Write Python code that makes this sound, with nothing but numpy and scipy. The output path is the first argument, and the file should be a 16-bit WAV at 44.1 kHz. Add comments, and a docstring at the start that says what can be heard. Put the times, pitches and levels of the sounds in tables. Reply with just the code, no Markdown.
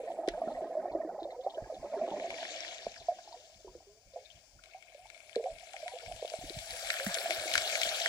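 """Shallow sea over a bed of pebbles, heard from inside a small waterproof camera held under the surface.
Sloshing is clouds of ringing bubbles, single glugs and sprinkles of tiny pips, the larger ones boomy.
Each surge drags gravel: bands of ticking noise fizz and rattle through the ringing shell, over a low rumble.
After a lull a stronger swell builds and pebbles knock as short rings with noisy cracks.
Eddies press on the housing as low noise and soft bumps, and a faint whine sits on top."""
import sys
import numpy as np
from scipy import signal
from scipy.fft import rfft, irfft
from scipy.io import wavfile
from scipy.ndimage import uniform_filter1d

SR = 44100
rng = np.random.default_rng(int(sys.argv[2]) if len(sys.argv) > 2 else 0)


def int16_out(signal):
    """Quantize to a 16-bit WAV file."""
    q = np.round(np.clip(np.atleast_2d(signal).T, -1, 1) * 32767)
    wavfile.write(sys.argv[1], SR, q.astype(np.int16))


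N = 356328
TIME = np.arange(N) / SR

# Pan is left over right throughout. Levels marked "relative" get an offset from the function that uses them.
# sloshing surface: t/s, lapping relative level/dB, churning relative level/dB
SLOSH = [(0, -39.5, -59.5), (.5, -38, -47.5), (1.0, -38, -47), (1.38, -43.5, -62), (1.8, -45.5, -54),
         (1.98, -34, -42), (2.2, -37, -44.5), (2.38, -43, -56), (2.85, -56.5, -68.5), (3.35, -58.5, -69),
         (3.55, -66, -81), (3.75, -63.5, -70.5), (4.05, -67.5, -85), (4.5, -71.5, -81.5),
         (5.25, -67.5, -80), (5.85, -53.5, -75), (6.75, -52, -75), (7.25, -42, -58), (8.08, -49, -64)]
# single large air pockets: t/s, peak level/dB, f/Hz, t60/s
GLUGS = [(.034, -36.5, 443, 0.061), (.072, -33, 684, 0.14), (.092, -44.5, 330, 0.21),
         (.186, -29.5, 656, 0.029), (.19, -42, 313, 0.29), (.198, -35, 696, 0.028),
         (.2795, -18, 317, 0.023), (.377, -30.5, 710, 0.03), (.416, -24, 677, 0.022),
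         (.474, -29, 224, 0.089), (.481, -29, 637, 0.026), (.585, -32.5, 603, 0.067),
         (.624, -32, 646, 0.055), (.655, -35.5, 330, 0.076), (.712, -34, 730, 0.042),
         (.751, -27, 600, 0.026), (.768, -26, 606, 0.083), (.855, -26, 673, 0.018), (.949, -21, 566, 0.033),
         (.951, -26, 317, 0.11), (1.0, -31.5, 640, 0.081), (1.048, -30.5, 310, 0.15),
         (1.158, -39, 824, 0.086), (1.188, -32.5, 798, 0.12), (1.22, -36.5, 326, 0.17),
         (1.252, -31, 557, 0.11), (1.389, -34.5, 508, 0.15), (1.463, -22.5, 560, 0.022),
         (1.465, -42.5, 376, 0.11), (1.469, -25.5, 772, 0.051), (1.58, -29, 618, 0.071),
         (1.572, -33.5, 364, 0.039), (1.698, -34, 605, 0.059), (1.722, -31.5, 514, 0.081),
         (1.845, -32, 558, 0.11), (1.937, -30, 650, 0.056), (2.012, -26.5, 650, 0.057),
         (2.074, -36, 646, 0.032), (2.02, -35, 234, 0.1), (2.112, -36.5, 300, 0.11),
         (2.115, -39, 193, 0.11), (2.12, -31, 866, 0.066), (2.222, -32, 660, 0.062),
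         (2.242, -28, 651, 0.027), (2.866, -24, 550, 0.0085), (3.084, -20.5, 687, 0.12),
         (3.186, -40, 730, .024), (3.275, -42.5, 825, 0.064), (3.325, -42.5, 919, 0.083),
         (3.341, -39.5, 710, 0.048), (3.362, -50.5, 484, 0.14), (3.646, -41.5, 380, 0.057),
         (3.672, -43.5, 360, 0.13), (3.679, -44.5, 947, 0.066), (3.75, -42, 477, 0.065),
         (3.752, -45, 340, 0.09), (3.804, -50.5, 756, .03), (3.868, -54, 388, 0.26),
         (4.135, -46.5, 525, 0.28), (4.159, -33.5, 620, 0.021), (4.162, -40, 493, 0.15),
         (4.165, -40.5, 687, 0.073), (4.168, -47.5, 810, 0.085), (4.746, -40, 740, 0.099),
         (4.947, -43, 558, 0.078), (4.99, -49, 706, 0.26), (5.055, -46, 863, 0.06), (5.132, -54, 680, 0.03),
         (5.362, -21, 415, 0.044), (5.366, -25.5, 445.5, 0.18), (5.395, -33, 560, 0.0254),
         (5.406, -30, 464, .14), (5.428, -41, 715, 0.05), (5.439, -30, 523.5, 0.19),
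         (5.457, -29, 736, 0.078), (5.468, -34, 757, 0.03), (5.484, -37, 634, 0.12), (5.625, -46, 704, .06),
         (5.74, -37.5, 780, 0.057), (5.828, -34, 614, 0.057), (5.86, -33.5, 704, 0.12),
         (5.882, -47, 934, 0.15), (5.917, -40, 752, 0.18), (5.935, -37.5, 495, 0.12),
         (5.958, -38, 680, 0.089), (6.03, -48.5, 466, 0.13), (6.081, -39, 706, 0.082),
         (6.113, -34, 706, 0.031), (6.225, -27, 513, 0.018), (6.2475, -27.5, 533, 0.015),
         (6.318, -36.5, 566, 0.016), (6.338, -26.5, 620, 0.012), (6.41, -41.5, 715, 0.13),
         (7.003, -33.5, 529, 0.22), (7.148, -35.5, 655, .08), (7.257, -27.5, 697, 0.039),
         (7.295, -43, 335, 0.15), (7.306, -26.5, 657, 0.025), (7.455, -41.5, 320, 0.15)]
# bursts of tiny bubbles close by: t/s, relative peak level/dB, f/Hz, pan/dB
PIPS = [(.075, -55, 1940, -1), (.336, -51, 1540, -4), (0.41, -50, 1190, -1), (0.475, -50.5, 1360, 1),
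        (0.546, -54, 1920, -2), (.755, -77, 1940, -10), (.795, -55, 1610, -8), (0.864, -58, 1770, -6),
        (0.897, -61, 2280, -2), (0.917, -58, 4070, 2), (1.013, -54, 1930, -12), (1.09, -54, 1480, -4),
        (1.2, -56.5, 3940, 0), (1.231, -48.5, 4020, 2), (1.306, -56.5, 3920, 3), (1.304, -56.5, 2050, -2),
        (1.409, -60, 3600, -7), (1.438, -57, 3860, 2), (1.497, -49, 3730, 6), (1.545, -58.5, 3360, 1),
        (1.575, -52, 1584, -1), (1.637, -55, 1710, -4), (1.744, -52.5, 3580, 0), (2.976, -47, 4840, 10),
        (3.0, -51, 3760, 9), (3.186, -57, 1590, 0), (3.28, -53, 4960, 15), (3.322, -45, 4600, 8),
        (4.25, -51.5, 3860, 19), (4.302, -48, 3290, 20), (4.355, -60, 3000, 22), (4.589, -58, 1460, 3),
        (4.685, -65, 1380, 12), (5.349, -51, 1650, 8), (5.995, -56, 1440, 6)]
# swells rolling the bed: crest t/s, relative strength/dB, rise/(dB/s), fall/(dB/s) (negative keeps growing),
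# treble loss/dB, heavy-stone boost/dB; each size of stone takes its own share of the last four
SWELLS = [(0, -24, 20, 67, 3.5, 4), (0.459, -23, 69, 41, 8.5, -0.5), (2.551, -7.5, 31.5, 33.5, 17, 1),
          (3.35, -20.5, 49, 31, 41, -15), (4.26, -24, 150, 93, 22, 1), (4.75, -23.5, 400, 16, 15, 4),
          (5.25, -22, 35, -3, 6, -0.5), (5.85, -17.5, 20, 44, 5.5, 2), (6.25, -15.5, 20, -9, 7, -28),
          (7.048, -9, 26.5, 5.5, -8.5, 5.5), (7.8, -2, 16, 23, 0, -2.5)]
# the bed as the camera drifts over it: t/s, far gravel hiss relative level/dB, pan/dB
BED = [(0, -75, 15), (1.1, -70, 11.5), (1.75, -63, 14), (2.6, -70, 18.5), (3.4, -62.5, 17.5),
       (4.0, -66, 22), (4.5, -63, 25), (5.15, -79, 27.5), (5.95, -71, 23), (6.85, -47.5, 18),
       (8.08, -110, 18.5)]
# pebbles knocking: t/s, relative peak level/dB, ring f/Hz, pan/dB, crack over ring level/dB
CLACKS = [(0.2762, -43.5, 3500, 5, 9), (.286, -32.5, 1820, -1, 13), (2.105, -49.5, 3440, 7, -12),
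          (2.1983, -43.5, 2250, 2, -17), (2.304, -42, 2290, 6, -7), (2.342, -43.5, 2180, 14, -17),
          (2.429, -43.5, 1820, 0, -19), (2.452, -39, 2010, -3, -11), (2.491, -58, 3400, 4, -8),
          (2.5613, -41, 4970, 4, -15), (2.606, -34, 5560, 8, -22), (2.648, -45, 1890, -8, -12),
          (2.68, -39.5, 3930, 8, -14), (2.729, -42, 3840, 8, -18), (2.783, -45, 3800, 6, -12),
          (2.8795, -53, 1890, 8, 0), (2.919, -46, 5700, 8, -12), (2.963, -48, 1670, 3, -13),
          (4.6375, -46.5, 2160, 15, 3), (4.658, -53, 2180, 17, -3), (4.8252, -50.5, 2210, 20, -8),
          (4.946, -53, 3320, 20, -1), (5.069, -51, 3420, 22, -6), (5.101, -45.5, 2120, 16, -5),
          (5.146, -51, 2240, 19, -4), (5.177, -51, 2320, 20, 0), (5.2038, -50.5, 2380, 24, -11),
          (5.3304, -47, 3120, 20, -16), (5.295, -46.5, 2340, 27, -9), (5.358, -36.5, 4100, 5.5, -6),
          (5.4403, -49.5, 2300, 8, -8), (5.585, -47.5, 2200, 18, 4), (5.6568, -54, 2290, 14, -10),
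          (5.672, -51, 2100, 16, -8), (5.734, -44.5, 2200, 8, 4), (5.7649, -41.5, 2400, 7, -10),
          (5.8599, -58, 3180, 11, -5), (5.88, -38, 2000, 3, -3.5), (5.957, -52, 3400, 12, -3),
          (5.987, -43, 3370, 14, -6), (6.0615, -47, 2230, 12, -12), (6.123, -42.5, 2600, 19, -3),
          (6.163, -46, 3340, 17, 5), (6.233, -53, 3420, 17, -10), (6.256, -44, 3500, 9, -11),
          (6.2777, -41, 3930, 12, -7), (6.2997, -38.5, 4420, 10, -3), (6.336, -43.5, 1320, 6, -6),
          (6.35, -44.5, 4200, 10, -7), (6.4974, -33.5, 4030, 15, -8.5), (6.543, -43, 4280, 7, -13),
          (6.5889, -35.5, 3870, 6, -1), (6.7076, -35.5, 4700, 5, -7), (6.7645, -44, 3450, 0, 2),
          (6.826, -41, 4650, 2, -21), (6.847, -42, 4200, 11, -6), (6.871, -37.5, 1880, 4, 1),
          (6.9024, -24, 1750, -0.5, -2), (6.9303, -39, 1750, -3, -16), (6.94, -32.5, 1690, 0, -6),
          (6.999, -32.5, 1660, 1, -19), (7.0644, -31, 1650, -2, -4), (7.1436, -24, 7500, 7, -6),
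          (7.151, -31.5, 2200, 5, 19), (7.172, -35, 1770, 3, -21), (7.186, -30, 4220, 5, -18),
          (7.307, -26.5, 2080, 6, -5.5), (7.5148, -32, 2170, 6, -6), (7.538, -23.5, 4370, 5, 5),
          (7.5542, -19, 1550, 4, -11), (7.5785, -19.3, 1910, 6.5, 3), (7.7541, -27, 2140, 7, -2.5),
          (7.8157, -25.5, 2120, 7, 3), (7.8332, -23.5, 3330, 11, -8), (8.0001, -29.5, 2130, 7, 1),
          (8.023, -33.5, 3830, 6, -8), (8.0491, -34, 3490, 14, -14), (8.0593, -22.5, 1760, -4.5, -10)]
# eddies pushing on the housing: t/s, flutter level/dB
EDDIES = [(.31, -60), (.55, -58), (0.929, -57), (1.24, -62.5), (1.63, -52.5), (1.8, -53.5), (2.0, -75),
          (2.31, -63), (2.87, -61), (3.0, -61), (3.56, -64), (3.69, -57), (3.76, -66), (3.92, -71),
          (4.07, -62), (4.36, -59), (4.56, -57), (5.04, -76), (5.531, -55), (6.08, -50.5), (6.14, -54.5),
          (6.44, -46), (6.57, -48), (6.72, -52.5), (6.86, -62), (7.07, -53.5), (7.39, -57), (7.558, -50.5),
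          (7.87, -56)]
# soft bumps of water on the housing: t/s, peak level/dB, starting f/Hz, t60/s
BUMPS = [(0.288, -50, 36.3, 0.28), (1.622, -37, 147, 0.0057), (2.865, -46.5, 240, 0.047),
         (5.362, -44, 265, 0.039), (6.388, -40.5, 180, 0.0059), (6.437, -42.5, 338, 0.032),
         (6.503, -39, 410, 0.029), (6.568, -34, 116, 0.027), (7.065, -30, 216, 0.085),
         (7.862, -50, 222, 0.021)]
# colour of the eddies' flutter: f/Hz, level/dB
EDDY_COLOUR = [(12, -31), (35, 10.5), (60, 5), (100, 1.5), (160, -6), (300, -14), (800, -35), (3000, -85)]
# boom of the housing: f/Hz, level/dB
BOOM = [(80, -28.5), (200, -30.5), (330, -16), (450, -3), (560, -2), (660, 7), (780, -1.5), (900, -9),
        (1100, -8), (1600, -28.5), (2600, -49.5), (5000, -68)]
# colour of the shell at the left microphone: f/Hz, level/dB
SHELL_LEFT = [(600, -18.5), (1100, -23.5), (1400, -5.5), (1950, -17), (2220, 4), (2700, -5.5), (3200, -2.5),
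              (4400, -8.5), (5500, -7), (7500, -11.5), (9000, -18), (10300, -15.5), (12500, -30.5),
              (15500, -47)]
# colour of the shell at the right microphone: f/Hz, level/dB
SHELL_RIGHT = [(600, -28.5), (1100, -9.5), (1500, -3), (1900, 7.5), (2250, -10.5), (2750, -2), (3900, 1),
               (6000, -14), (7700, -13), (8500, -21), (10000, -28.5), (13000, -31), (15500, -54)]
# ringing of the shell: f/Hz, left relative level/dB, right relative level/dB, t60/s
SHELL_MODES = [(1594, -6, -12, 0.08), (1711, -7, -10, 0.09), (1916, -2, -12, 0.09), (2196, 1, 4.5, 0.06),
               (3453, -3, -20, 0.06), (3896, -5, -12, 0.05), (4089, -5, -17, 0.07), (4370, -5, -20, 0.1),
               (4501, -5, -15, 0.09), (6088, -20, 0, 0.07), (9180, -54, -6.5, 0.008)]

BOOM_PAN_DB, LAG_S = -2.1, .00018
CREST_S = 0.11   # a swell holds its strength this long either side of the crest
CLACK_T60_S = 0.0056
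CALM_DB = -76.5   # the flutter between eddies
EDDY_ATTACK_S, EDDY_RELEASE_S = 0.012, 0.028   # time constants
PIP_CYCLES, PIP_SPREAD_OCTAVES_PER_KHZ = 42, .03
SMALL_SWELL_CYCLES = 1.2   # onset of small bubbles
WHINE_HZ, WHINE_DB, CUTOFF_HZ = 15217, -81.5, 15900


def slosh(middle_db=-3.5, large_db=-3.0, small_db=-18.0, spray_db=-22.0, small_growth=0.7):
    """Larger bubbles and glugs boom through the housing; small bubbles gush above them."""
    boom = response(BOOM)
    lapping, churning = in_time(SLOSH)
    # small bubbles follow the churning with a narrower range of level
    tearing = churning.max() + small_growth * (churning - churning.max())
    gushes = np.sqrt(clumps(clump_db=4.5, clump_s=.035))

    middling = bubble_cloud(484.3, 950.0, per_s=170, cycles=58.0, spread_db=15.5, rise=0.21, swell_cycles=0.34)
    large = bubble_cloud(173.0, 396.4, per_s=150, cycles=49.0, spread_db=23)
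    small = bubble_cloud(937, 1450, per_s=230, cycles=50, spread_db=19, rise=0.08,
                         swell_cycles=SMALL_SWELL_CYCLES)
    spray = bubble_cloud(1400, 2300, per_s=260, cycles=55, spread_db=19, rise=0.05,
                         swell_cycles=SMALL_SWELL_CYCLES)
    clouds = [(through(middling, boom), lapping + middle_db),
              (through(large, boom), churning + large_db),
              (scattered(small * gushes, scatter_db=3, t60=0.044), tearing + small_db),
              (scattered(spray * gushes, scatter_db=3.5, t60=.07), tearing + spray_db)]
    out = sum(from_db(level) * evened(cloud, span_s=0.17) for cloud, level in clouds)
    for s, peak_db, hz, t60 in GLUGS:
        add(out, s, through(glug(hz, t60), boom), peak_db)
    return panned(out, BOOM_PAN_DB)


def bubble_cloud(low_hz, high_hz, per_s, cycles, spread_db, rise=0.25, swell_cycles=0.09):
    """Bubbles are born at random; each rings at the pitch of its size, climbing as it nears the surface."""
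    lead = SR // 4   # the cloud is already going when the scene opens
    out = np.zeros(lead + N)
    for when, size, life, force in rng.random((int(per_s * len(out) / SR), 4)):
        hz = low_hz * (high_hz / low_hz) ** size
        t60 = cycles * 2 ** (2 * life - 1) / hz   # from half to twice the usual life
        add(out, when * len(out) / SR, ring(hz, t60, rise, swell_cycles), spread_db * force)
    return out[lead:]


def glug(hz, t60, climb_per_s=1.5, shed_db=-18, shed_share=0.41, spread_octaves=0.32, swell_cycles=0.31,
         count=4, size=16384):
    """An air pocket climbs in pitch as it rises, and early on sheds weaker, briefer bubbles near its size."""
    out, rise = np.zeros(size), climb_per_s * t60
    add(out, 0, ring(hz, t60, rise, swell_cycles), 0)
    for late, pitch in rng.random((count, 2)):
        shed_hz = hz * 2 ** (spread_octaves * (2 * pitch - 1))
        add(out, late * shed_share * t60, ring(shed_hz, t60 / 2, rise / 2, swell_cycles), shed_db)
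    return scattered(out, scatter_db=-13, t60=.13)


def ring(hz, t60, rise=0, swell_cycles=0.26):
    """A dying sine with a soft onset, its pitch climbing by the share rise over t60."""
    t = np.arange(int((t60 + .02) * SR)) / SR
    swell = 1 - np.exp(-t * hz / swell_cycles)
    tone = np.sin(2 * np.pi * hz * t * (1 + rise * t / t60 / 2))
    return swell * tone * from_db(-60 * t / t60)


def pips(burst_s=.014, fade_db=9, level_db=1.0, count=8, size=4096):
    """A torn air pocket sheds tiny bubbles, the first loudest; smaller ones are briefer and more varied."""
    out = np.zeros((2, N))
    for s, peak_db, hz, pan_db in PIPS:
        burst = np.zeros(size)
        spread_octaves = PIP_SPREAD_OCTAVES_PER_KHZ * hz / 1000
        for late in np.append(0, rng.random(count - 1)):
            note_hz = hz * 2 ** (spread_octaves * rng.standard_normal())
            note = ring(note_hz, PIP_CYCLES / note_hz, rise=0.023, swell_cycles=SMALL_SWELL_CYCLES)
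            add(burst, late * burst_s, note, -fade_db * late)
        burst = scattered(burst, scatter_db=-3, t60=.075)
        add(out, s, panned(lagged(burst), pan_db), peak_db + level_db)
    return out


def shingle(shell, shell_pan_db=10.0):
    """The surge rolls six sizes of stone: finer ones tick higher, and each answers the swells its own way."""
    cobbles = grains(
        1060, 1754, rolled(level_db=-46.5, growth=1.39, dulled=0.27, heavy=1.0, inertia=1.36, settling=0.59),
        far_db=-18, per_s=85, spread_db=6.0, wash_db=7.5, own=0.61, shell=shell, count=1)
    pebbles = grains(
        1603, 2746, rolled(level_db=-43.5, growth=1.063, dulled=0.06, heavy=0.54, inertia=0.94, settling=1.02),
        far_db=-15, per_s=130, spread_db=3.5, wash_db=-1.5, own=1.0, shell=shell, count=2)
    coarse = grains(
        2700, 4480, rolled(level_db=-41.5, growth=1.263, dulled=0, settling=0.88),
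        far_db=-14.0, per_s=170, spread_db=6.5, wash_db=3.5, own=0.65, shell=shell, count=2)
    fine = grains(
        4485, 7660, rolled(level_db=-44.5, growth=1.282, dulled=0.0, settling=0.62),
        far_db=-5.5, per_s=470, spread_db=4.5, wash_db=1.0, own=2.5, shell=shell, count=2)
    sand = grains(
        7170, 11500, rolled(level_db=-51.5, growth=0.75, dulled=1.0),
        far_db=-14.5, per_s=360, spread_db=7.0, wash_db=3.5, own=3.7, shell=shell, count=2)
    grit = grains(
        12000, 16500, rolled(level_db=-56.0, growth=1.18, dulled=1.0),
        far_db=-28, per_s=680, spread_db=5.5, wash_db=-3.5, own=4.2, shell=shell, count=1)
    bed = cobbles + pebbles + coarse + fine + sand + grit
    sideways = in_time(BED)[1] - shell_pan_db   # the shell already favours the left; drift about that
    same_power = np.sqrt(np.cosh(sideways * np.log(10) / 20))   # panning leaves the loudness alone
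    return panned(bed, sideways) / same_power


def grains(low_hz, high_hz, near, far_db, per_s, spread_db, wash_db, own, shell, count):
    """Near stones tick in clumps over the smooth hiss of far ones; ticks span the band or only a part of it."""
    gain = np.hypot(near, from_db(in_time(BED)[0] + far_db))
    near_share = (near / gain) ** 2
    wash = from_db(wash_db) ** 2   # steady power under the ticks
    broad, stones = tick_power(per_s, spread_db), 0
    edges = np.geomspace(low_hz, high_hz, count + 1)
    for low, high in zip(edges, edges[1:]):
        ticks = (broad + tick_power(per_s, spread_db)) / 2
        rattle = clumps() * (ticks + wash) / (1 + wash)
        # one noise common to both microphones, plus each one's own
        noise = rng.standard_normal(N) + own * rng.standard_normal((2, N))
        noise = np.sqrt(near_share * rattle + 1 - near_share) * noise
        band = signal.butter(5, [low, high], "band", fs=SR, output="sos")
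        stones = stones + signal.sosfilt(band, noise)
    heard = np.array([through(side, wall) for side, wall in zip(stones, shell)])
    return gain * evened(heard, span_s=0.23)


def rolled(level_db, growth, dulled, heavy=0, inertia=1, settling=1, size=1600):
    """Gain of one stone size: grows with the swells, takes shares of their treble loss and heaviness, settles."""
    power, t = 0, np.linspace(0, TIME[-1], size)
    for crest_s, db, rise, fall, loss_db, coarse_db in SWELLS:
        before = np.maximum(crest_s - CREST_S - t, 0)
        after = np.maximum(t - crest_s - CREST_S, 0)
        swell_db = db - inertia * rise * before - settling * fall * after   # more inertia starts later
        power = power + from_db(swell_db - dulled * loss_db + heavy * coarse_db) ** 2
    return np.interp(TIME, t, from_db(level_db) * np.sqrt(power) ** growth)


def tick_power(per_s, spread_db, size=2048):
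    """Power of randomly timed contacts of uneven force, each with a scattered tail; mean 1."""
    force_db = spread_db * np.minimum(rng.exponential(1, N), 4)
    sizes = from_db(force_db) * (rng.random(N) < per_s / SR)
    t = np.arange(size) / SR
    contact_s, scatter_db, scatter_t60 = .0008, -12, .04
    shape = np.exp(-t / contact_s) + from_db(scatter_db - 60 * t / scatter_t60) ** 2
    power = np.abs(through(sizes ** 2, shape))
    return power / power.mean()


def clumps(clump_db=2.5, clump_s=.03, size=1024):
    """Stones and bubbles set their neighbours off, so they come in short clumps: a gain on their power."""
    wander = np.interp(TIME / clump_s, np.arange(size), rng.standard_normal(size))
    return from_db(clump_db * wander) ** 2


def clacks(shell, tail_hz=4000, own=1.0, level_db=5.5, size=4096):
    """Stone hits stone: a crack, thinner for smaller stones, a brief ring and a duller scattered tail."""
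    out, t = np.zeros((2, N)), np.arange(size) / SR
    crack_t60, scatter_db, scatter_t60 = .014, -15, .11
    dull = signal.butter(2, tail_hz, fs=SR, output="sos")
    for s, peak_db, hz, pan_db, crack_db in CLACKS + loose_pebbles():
        direct, echoes = rng.standard_normal((2, 1, size)) + own * rng.standard_normal((2, 2, size))
        tone = np.sin(2 * np.pi * hz * t) * from_db(-60 * t / CLACK_T60_S)
        tail = signal.sosfilt(dull, echoes) * from_db(scatter_db - 60 * t / scatter_t60)
        crack = from_db(crack_db) * (direct * from_db(-60 * t / crack_t60) + tail)
        crack = signal.sosfilt(signal.butter(2, hz / 2, "high", fs=SR, output="sos"), crack)
        hit = np.array([through(tone + side, wall) for side, wall in zip(crack, shell)])
        balanced = hit / hit.std(axis=1, keepdims=True)
        add(out, s, panned(balanced, pan_db), peak_db + level_db)
    return out


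def loose_pebbles(per_s=11, top_db=-32.5, spread_db=10, low_hz=2200, high_hz=5600, crack_db=-4.0):
    """Lesser knocks at random, harder in a stronger swell and blunter in a duller one; rows as in CLACKS."""
    force = 20 * np.log10(rolled(level_db=top_db, growth=1.31, dulled=0))
    bright = 20 * np.log10(rolled(level_db=top_db, growth=1.31, dulled=1))
    pan_db, rows = in_time(BED)[1], []
    for when, weak, size in rng.random((int(per_s * N / SR), 3)):
        i = int(when * N)
        hz = low_hz * (high_hz / low_hz) ** size
        sharpness_db = crack_db + bright[i] - force[i]
        rows.append((i / SR, force[i] - spread_db * weak, hz, pan_db[i], sharpness_db))
    return rows


def rumble(level_db=-43.5, ring_hz=660, width_hz=130, wash=0.94):
    """The rolling bed sets the housing booming: an even wash, and a throb with each heavier contact."""
    contacts = np.sqrt(wash + tick_power(per_s=45, spread_db=3.5)) * rng.standard_normal(N)
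    ringing = signal.lfilter(*signal.iirpeak(ring_hz, ring_hz / width_hz, fs=SR), contacts)
    booming = evened(through(ringing, response(BOOM)), span_s=.25)
    return panned(rolled(level_db=level_db, growth=1.0, dulled=0) * booming, BOOM_PAN_DB)


def eddies(soft_hz=500, sag=0.49, swell_cycles=0.51):
    """Moving water presses on the housing: a low flutter and a few soft bumps that sag in pitch."""
    colour = response(EDDY_COLOUR, size=8192)
    pressure = rng.standard_normal(N) + .3 * rng.standard_normal((2, N))
    flutter = np.array([through(side, colour) for side in pressure])
    out = eddy_push() * evened(flutter, span_s=0.41)
    soft = signal.butter(4, soft_hz, fs=SR, output="sos")
    for s, peak_db, hz, t60 in BUMPS:
        add(out, s, signal.sosfilt(soft, ring(hz, t60, -sag, swell_cycles)), peak_db)
    return panned(out, pan_db=-3.0)


def eddy_push(size=8000):
    """Each eddy presses quickly and lets go more slowly."""
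    t = np.linspace(0, TIME[-1], size)
    pushes = 0
    for s, db in EDDIES:
        away = np.maximum((s - t) / EDDY_ATTACK_S, (t - s) / EDDY_RELEASE_S)
        pushes = pushes + from_db(db) * np.exp(-away)
    return from_db(CALM_DB) + np.interp(TIME, t, pushes)


def shell_response(modes_db=-2.5):
    """The shell at both microphones: a broad colour plus its ringing modes."""
    out = np.array([response(SHELL_LEFT), response(SHELL_RIGHT)])
    t = np.arange(out.shape[1]) / SR
    for hz, left_db, right_db, t60 in SHELL_MODES:
        fade = from_db(-60 * t / t60)
        mode = 2 * fade / fade.sum() * np.cos(2 * np.pi * hz * t)   # about unit gain at its pitch
        out += from_db(np.array([[left_db], [right_db]]) + modes_db) * mode
    return lagged(out)


def lagged(x):
    """High sounds cross the shell and reach the right microphone a little after the left."""
    left, right = np.broadcast_to(x, (2, x.shape[-1]))
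    late = np.pad(right, (round(LAG_S * SR), 0))[:len(right)]
    return np.array([left, late])


def scattered(sound, scatter_db, t60, size=4096):
    """Reflections between stones and surface add a short, uneven tail."""
    t = np.arange(size) / SR
    tail = rng.standard_normal(size) * from_db(-60 * t / t60)
    return through(sound, (t == 0) + from_db(scatter_db) * tail / np.linalg.norm(tail))


def response(points, size=2048):
    """Causal (minimum-phase) impulse response of a spectrum, by folding its cepstrum."""
    hz, db = np.transpose(points)
    grid = np.maximum(np.fft.rfftfreq(size, 1 / SR), 1)
    gain = from_db(np.interp(np.log(grid), np.log(hz), db))
    cepstrum = irfft(np.log(gain))
    cepstrum[1:size // 2] *= 2
    cepstrum[size // 2 + 1:] = 0
    return irfft(np.exp(rfft(cepstrum)))


def through(x, impulse):
    """Pass a sound through an impulse response."""
    return signal.oaconvolve(x, impulse)[:len(x)]


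def evened(x, span_s):
    """Take out slow changes of level, keep the grain."""
    power = uniform_filter1d(middle(x) ** 2, max(int(span_s * SR), 1))
    return x / np.sqrt(np.abs(power) + 1e-4 * power.mean())


def panned(x, pan_db):
    """Left louder than right by pan_db."""
    return x * from_db(np.array([[1], [-1]]) * pan_db / 2)


def add(out, s, sound, peak_db):
    """Mix a sound in at a time and peak level of its channel mean."""
    i = int(s * SR)
    scaled = sound * from_db(peak_db) / np.abs(middle(sound)).max()
    out[..., i:i + sound.shape[-1]] += scaled[..., :out.shape[-1] - i]


def middle(x):
    """The mean of the channels."""
    return np.atleast_2d(x).mean(axis=0)


def in_time(rows):
    """Each column of a curve at every sample."""
    s, *columns = np.transpose(rows)
    return [np.interp(TIME, s, c) for c in columns]


def from_db(db):
    """Decibels to gain."""
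    return 10 ** (np.asarray(db) / 20)


def scene():
    """Sloshing above, stones below, eddies on the housing."""
    shell = shell_response()
    return slosh() + pips() + shingle(shell) + rumble() + clacks(shell) + eddies()


def record(dry):
    """The camera's electronics add a faint whine; the top is cut."""
    whine = from_db(WHINE_DB) * np.sin(2 * np.pi * WHINE_HZ * TIME)
    top_cut = signal.ellip(10, .1, 70, CUTOFF_HZ, fs=SR, output="sos")
    return signal.sosfilt(top_cut, dry + whine)


dry = scene()
out = record(dry)
int16_out(out)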